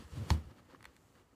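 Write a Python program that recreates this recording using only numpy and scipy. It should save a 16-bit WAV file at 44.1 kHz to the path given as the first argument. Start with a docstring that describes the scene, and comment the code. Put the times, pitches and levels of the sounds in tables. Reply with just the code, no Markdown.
"""Leather mitt on a table

Close up in a quiet room, a leather mitt scuffs and judders over a tabletop, sticking and slipping.
It knocks down: a stiff edge snaps, then its weight rings the table with a low thump.
Hands and lace rub the hollow leather, fingers bump the padding and tap the rim,
and the lace slips in a short run of ticks as it is pulled."""
import sys
import numpy as np
from scipy import signal
from scipy.fft import rfft, irfft, next_fast_len
from scipy.io import wavfile
from scipy.ndimage import map_coordinates

SR = 44100
rng = np.random.default_rng(int(sys.argv[2]) if len(sys.argv) > 2 else 0)


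def master_out(mix):
    """Clip the mix to full scale and print it as 16-bit PCM to the path in sys.argv[1]."""
    frames = np.transpose(np.atleast_2d(mix))
    ceiling = np.clip(frames, -1, 1)
    pcm = np.round(ceiling * 32767).astype(np.int16)
    wavfile.write(sys.argv[1], SR, pcm)


N = 59535

# colour of the room tone (f/Hz, level/dB)
ROOM_TONE_COLOUR = [(20, -38), (50, -7), (100, -5.5), (250, -19), (450, -17.5), (1000, -21), (2000, -31.5),
                    (5000, -37), (7300, -33), (9000, -38), (15500, -40.5)]
# the room's tail: colour (f/Hz, level/dB) and decay (f/Hz, t60/s)
TAIL_COLOUR = [(100, 1), (400, -4), (1200, -6), (4000, 4.5), (8000, -14), (15000, -2.5)]
TAIL_DECAY = [(200, 0.39), (1500, 0.061), (5000, 0.047), (14000, 0.12)]
# faint high background hiss: envelope (t/s, level/dB) and colour (f/Hz, level/dB)
HIGH_HISS_ENVELOPE = [(0, -81), (.1, -72.5), (.25, -73), (.45, -89), (.9, -83), (1.06, -79), (1.2, -81.5),
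                      (1.27, -92.5)]
HIGH_HISS_COLOUR = [(2000, -28), (5000, -8), (7300, -0.5), (9000, -7), (15500, -12.5)]
# resonances of the hollow mitt when rubbed (f/Hz, width/Hz, boost/dB)
HOLLOW_RESONANCES = [(491, 67, 8.5), (915, 160, 1.5), (1277, 96, 5.5), (1805, 350, 5.5), (2890, 200, 5),
                     (4520, 360, 4)]
# hands and lace on the leather: envelope (t/s, level/dB) and colour (f/Hz, level/dB)
RUB_ENVELOPE = [(.38, -63), (.47, -69), (.512, -62.5), (.535, -77), (.595, -60), (.612, -76.5),
                (.66, -69.5), (.688, -68), (.705, -60.5), (.76, -64.5), (.78, -73.5), (.88, -65),
                (.93, -69.5), (1.0, -74), (1.05, -72), (1.135, -73), (1.16, -64.5), (1.21, -66),
                (1.25, -75.5)]
RUB_COLOUR = [(60, -19), (180, -8.5), (280, 0.5), (420, -10.5), (700, -13.5), (1100, -11), (1700, -17.5),
              (2300, -19), (4200, -23.5), (7500, -31.5), (15500, -39)]
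# the mitt sliding on the table: envelope (t/s, level/dB) and colour (f/Hz, level/dB)
SLIDE_ENVELOPE = [(0, -53), (.04, -57.5), (.075, -71.5), (.12, -58), (.18, -52), (.225, -65), (.25, -57.5),
                  (.29, -55), (.32, -47), (.35, -55), (.39, -72), (.45, -66.5), (.6, -99)]
SLIDE_COLOUR = [(60, -28), (160, -1.5), (300, -10.5), (430, -21), (700, -26), (1100, -20.5), (2000, -31),
                (3300, -26.5), (5200, -31), (7800, -32.5), (10000, -35.5), (15500, -48)]
# bright scuff around the snap: envelope (t/s, level/dB) and colour (f/Hz, level/dB)
SCUFF_ENVELOPE = [(.24, -85), (.285, -61), (.3, -51), (.315, -48), (.325, -55), (.338, -53), (.365, -76),
                  (.385, -91), (.42, -110)]
SCUFF_COLOUR = [(200, -48), (550, -5), (1200, 3), (2300, -7.5), (4600, -4.5), (6000, -4.5), (8500, -8),
                (14000, -13.5), (15500, -23)]
# drag that shakes the tabletop (t/s, level/dB)
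DRAG_ENVELOPE = [(0, -64), (.05, -68.5), (.09, -96), (.16, -53), (.22, -48.5), (.28, -51), (.36, -46.5),
                 (.43, -60.5), (.51, -59.5), (.6, -62), (.73, -70), (.8, -62.5), (.9, -73), (1.0, -68),
                 (1.35, -77)]
# modes of the tabletop (f/Hz, level/dB, t60/s)
TABLETOP_MODES = [(76.5, 2, .22), (100.3, -7, 0.15), (155.5, -12.5, 0.21), (215, -45, 0.06),
                  (253.3, -34, 0.41), (327, -28.5, 0.33)]
# runs of stick-slip on the table (centre t/s, length/s, level/dB, slip rate/Hz)
JUDDER_RUNS = [(.004, 0.029, -51.5, 63), (0.058, .06, -52, 76), (0.135, 0.04, -43.5, 82),
               (.175, 0.083, -44.5, 133.6), (0.216, .11, -38.5, 95), (0.473, .09, -51, 69),
               (0.889, .08, -61.5, 68)]
# soft finger bumps (t/s, level/dB) and the padding's modes (f/Hz, level/dB, t60/s)
FINGER_BUMPS = [(0.516, -50), (0.724, -59), (.735, -48), (1.206, -59), (1.329, -55.5)]
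PADDING_MODES = [(277.4, -0.5, 0.058), (359, -1, 0.049), (492, -5.5, 0.033), (1260, -3, 0.022)]
# modes of the stiff leather rim (f/Hz, level/dB, t60/s)
RIM_MODES = [(1146, 2, 0.01), (1670, -6, 0.016)]
# slips of the lace (t/s, level/dB, tilt/dB per octave, crack relative to the slip/dB)
LACE_SLIPS = [(0.807, -52.5, 0, -29), (0.8274, -51, -0.5, 3), (.8427, -47.5, 0.5, -1),
              (.854, -41.5, 2, -3.5), (0.956, -71, 7, -1), (0.965, -59.5, 5, 7.5)]
# the taut lace: modes (f/Hz, level/dB, t60/s) and colour of its crack (f/Hz, level/dB)
LACE_MODES = [(1100, 2, 0.0093), (1270, 8, 0.0085), (1487, -1.5, 0.016), (1980, 2, .016),
              (2170, -0.5, .011), (2690, -10.5, 0.015), (3510, -9.5, 0.014), (4260, -9.5, 0.012),
              (7630, -13, 0.01)]
LACE_CRACK_COLOUR = [(500, -39), (1100, 17), (4500, 4), (6000, -1), (7800, -1), (8800, -1), (10500, 0),
                     (15000, -10)]
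# hits of the mitt's edge (t/s, level/dB) and its modes (f/Hz, level/dB, t60/s)
EDGE_HITS = [(0.3039, -18.5), (.3355, -53)]
EDGE_MODES = [(901, -9.5, 0.032), (987, -5.5, .018), (1860, -3, 0.007), (2200, -4.5, 0.0062),
              (3230, -7, 0.0086), (4400, -1, 0.0065), (5270, -2.5, 0.0052), (6460, -2.5, .004)]
# the padded body's brief push under a snap (f/Hz, level/dB, t60/s)
BODY_MODES = [(216.7, -4.5, 0.048)]


def amp(db):
    """Decibels to gain."""
    return 10 ** (np.asarray(db) / 20)


def unit(x):
    """Scale to rms 1."""
    return x / np.sqrt(np.mean(x ** 2) + 1e-20)


def add(out, at_s, x):
    """Mix x into out, starting at at_s."""
    part = out[round(at_s * SR):][:len(x)]
    part += x[:len(part)]


def along(points, hz):
    """Read (f/Hz, value) points on a log frequency axis."""
    f, values = np.transpose(points)
    return np.interp(np.log(hz + 1), np.log(f + 1), values)


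def envelope(points):
    """Gain at each sample from (t/s, level/dB) points."""
    return amp(np.interp(np.arange(N) / SR, *np.transpose(points)))


def filtered(x, response):
    """Shape x with a gain given as a function of frequency."""
    size = next_fast_len(N + SR // 2)
    return irfft(rfft(x, size) * response(np.fft.rfftfreq(size, 1 / SR)), size)[:N]


def coloured(x, colour):
    """Equalise x with a colour curve and bring it to rms 1."""
    return unit(filtered(x, lambda hz: amp(along(colour, hz))))


def low_cut(x, hz):
    """Thin out the lows at 12 dB per octave."""
    return signal.sosfilt(signal.butter(2, hz, "high", fs=SR, output="sos"), x)


def resonance(f, centre_hz, width_hz):
    """Band-pass response of one resonance, 1 at its centre."""
    return 1j * f * width_hz / (centre_hz ** 2 - f ** 2 + 1j * f * width_hz)


def ring(modes, attack_s, tilt_db=0):
    """Struck modes dying away, tilted by tilt_db per octave above the lowest."""
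    t = np.arange(SR // 2) / SR
    tones = np.zeros(len(t))
    for hz, db, t60 in modes:
        start_db = db + tilt_db * np.log2(hz / modes[0][0])
        tones += amp(start_db - 60 * t / t60) * np.sin(2 * np.pi * hz * t)
    return tones * (1 - np.exp(-t / attack_s))


def crack(t60_s, attack_s=0.00011):
    """The brief noise burst of a contact."""
    t = np.arange(SR // 2) / SR
    return rng.standard_normal(len(t)) * amp(-60 * t / t60_s) * (1 - np.exp(-t / attack_s))


def room_tone(level_db=-71.5):
    """A faint, dark bed of noise."""
    return amp(level_db) * coloured(rng.standard_normal(N), ROOM_TONE_COLOUR)


def room(x, wet_db):
    """x with the short tail of a small furnished room, where the lows hang longest."""
    hz, t, noise = signal.stft(rng.standard_normal(SR // 2), SR, nperseg=256)
    tail_db = along(TAIL_COLOUR, hz)[:, None] - 60 * t / along(TAIL_DECAY, hz)[:, None]
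    _, tail = signal.istft(noise * amp(tail_db), SR, nperseg=256)
    predelay = np.zeros(SR // 400)
    impulse = np.concatenate([predelay, tail / np.linalg.norm(tail)])
    return x + amp(wet_db) * signal.fftconvolve(x, impulse)[:N]


def high_hiss():
    """A faint background hiss near 7 kHz that swells and fades."""
    return envelope(HIGH_HISS_ENVELOPE) * coloured(rng.standard_normal(N), HIGH_HISS_COLOUR)


def friction(colour, catches_per_s, grain_db):
    """Tiny catches of the leather's grain over a smooth hiss, through the hollow mitt."""
    def hollow(f):
        return 1 + sum((amp(db) - 1) * resonance(f, hz, width) for hz, width, db in HOLLOW_RESONANCES)

    hiss, sizes = rng.standard_normal((2, N))
    catches = sizes * (rng.random(N) < catches_per_s / SR)
    texture = hiss + amp(grain_db) * unit(catches)
    return coloured(filtered(texture, hollow), colour)


def leather_rubbing():
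    """Hands and lace rub the mitt; the mitt slides on the table and scuffs as it jerks free."""
    hands = envelope(RUB_ENVELOPE) * friction(RUB_COLOUR, catches_per_s=770, grain_db=-3)
    slide = envelope(SLIDE_ENVELOPE) * friction(SLIDE_COLOUR, catches_per_s=1000, grain_db=-5.5)
    scuff = envelope(SCUFF_ENVELOPE) * friction(SCUFF_COLOUR, catches_per_s=1900, grain_db=-5.5)
    return hands + slide + scuff


def table_rumble(width_hz=34, low_cut_hz=70):
    """The dragging mitt shakes the tabletop and damps its modes into broad bands."""
    def tabletop(f):
        modes = sum(amp(db) * resonance(f, hz, width_hz) for hz, db, _ in TABLETOP_MODES)
        return modes * f ** 4 / (f ** 4 + low_cut_hz ** 4)

    return envelope(DRAG_ENVELOPE) * unit(filtered(rng.standard_normal(N), tabletop))


def mitt_judder(wander_depth=0.097, wander_hz=70, overtone_db=-13):
    """The mitt sticks and slips at an unsteady rate, in runs that swell and fade."""
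    out = np.zeros(N)
    for centre_s, length_s, db, slip_hz in JUDDER_RUNS:
        t = np.arange(int(length_s * SR)) / SR
        wander = map_coordinates(rng.standard_normal(32), [t * wander_hz], mode="mirror")
        phase = 2 * np.pi * np.cumsum(slip_hz * np.exp(wander_depth * wander)) / SR
        buzz = np.sqrt(2) * (np.sin(phase) + amp(overtone_db) * np.sin(2 * phase))
        run = amp(db) * np.hanning(len(t)) * buzz
        out += np.interp(np.arange(N) / SR, centre_s - length_s / 2 + t, run)
    return out


def finger_bumps():
    """Fingers shift their grip and bump softly on the padding."""
    out = np.zeros(N)
    for at_s, db in FINGER_BUMPS:
        add(out, at_s, amp(db) * ring(PADDING_MODES, attack_s=0.0022))
    return out


def rim_tap(at_s=0.7472, gain_db=-37.5):
    """A fingertip gives the mitt's stiff rim one dull tap."""
    out = np.zeros(N)
    add(out, at_s, amp(gain_db) * ring(RIM_MODES, attack_s=0.0013))
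    return out


def lace_ticks():
    """The lace sticks and slips as it tightens; each slip is a short ring and a crack."""
    tones, cracks = np.zeros((2, N))
    for at_s, db, tilt_db, crack_db in LACE_SLIPS:
        add(tones, at_s, amp(db) * ring(LACE_MODES, attack_s=0.0006, tilt_db=tilt_db))
        add(cracks, at_s, amp(db + crack_db) * crack(t60_s=0.0058))
    thin_ring = low_cut(tones, hz=860)  # a thin lace radiates little low end
    return thin_ring + filtered(cracks, lambda hz: amp(along(LACE_CRACK_COLOUR, hz)))


def table_thump(at_s=0.3102, gain_db=-17.5):
    """The mitt's weight lands and rings the tabletop's low modes."""
    out = np.zeros(N)
    add(out, at_s, amp(gain_db) * ring(TABLETOP_MODES, attack_s=0.00072))
    return low_cut(out, hz=78.4)  # the tabletop radiates little below this


def edge_snap(crack_db=-22):
    """A stiff edge of the mitt strikes just before its weight lands, and touches once more."""
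    out = np.zeros(N)
    for at_s, db in EDGE_HITS:
        edge = ring(EDGE_MODES, attack_s=0.00029) + amp(crack_db) * crack(t60_s=0.015)
        body = ring(BODY_MODES, attack_s=0.0035)
        add(out, at_s, amp(db) * (edge + body))
    return out


def scene():
    """The handling over room tone, in mono; only snap, ticks and tap feed the room's tail."""
    background = room_tone() + high_hiss()
    snap = room(edge_snap(), wet_db=-10.5)
    handling = room(lace_ticks() + rim_tap(), wet_db=-13) + finger_bumps()
    table = table_thump() + mitt_judder() + table_rumble()
    return (background + leather_rubbing() + handling + table + snap)[None]


def record(dry):
    """A brick-wall high cut on the whole mix."""
    high_cut_hz = 15350
    return filtered(dry[0], lambda hz: 1 / np.sqrt(1 + (hz / high_cut_hz) ** 300))[None]


dry = scene()
out = record(dry)
master_out(out)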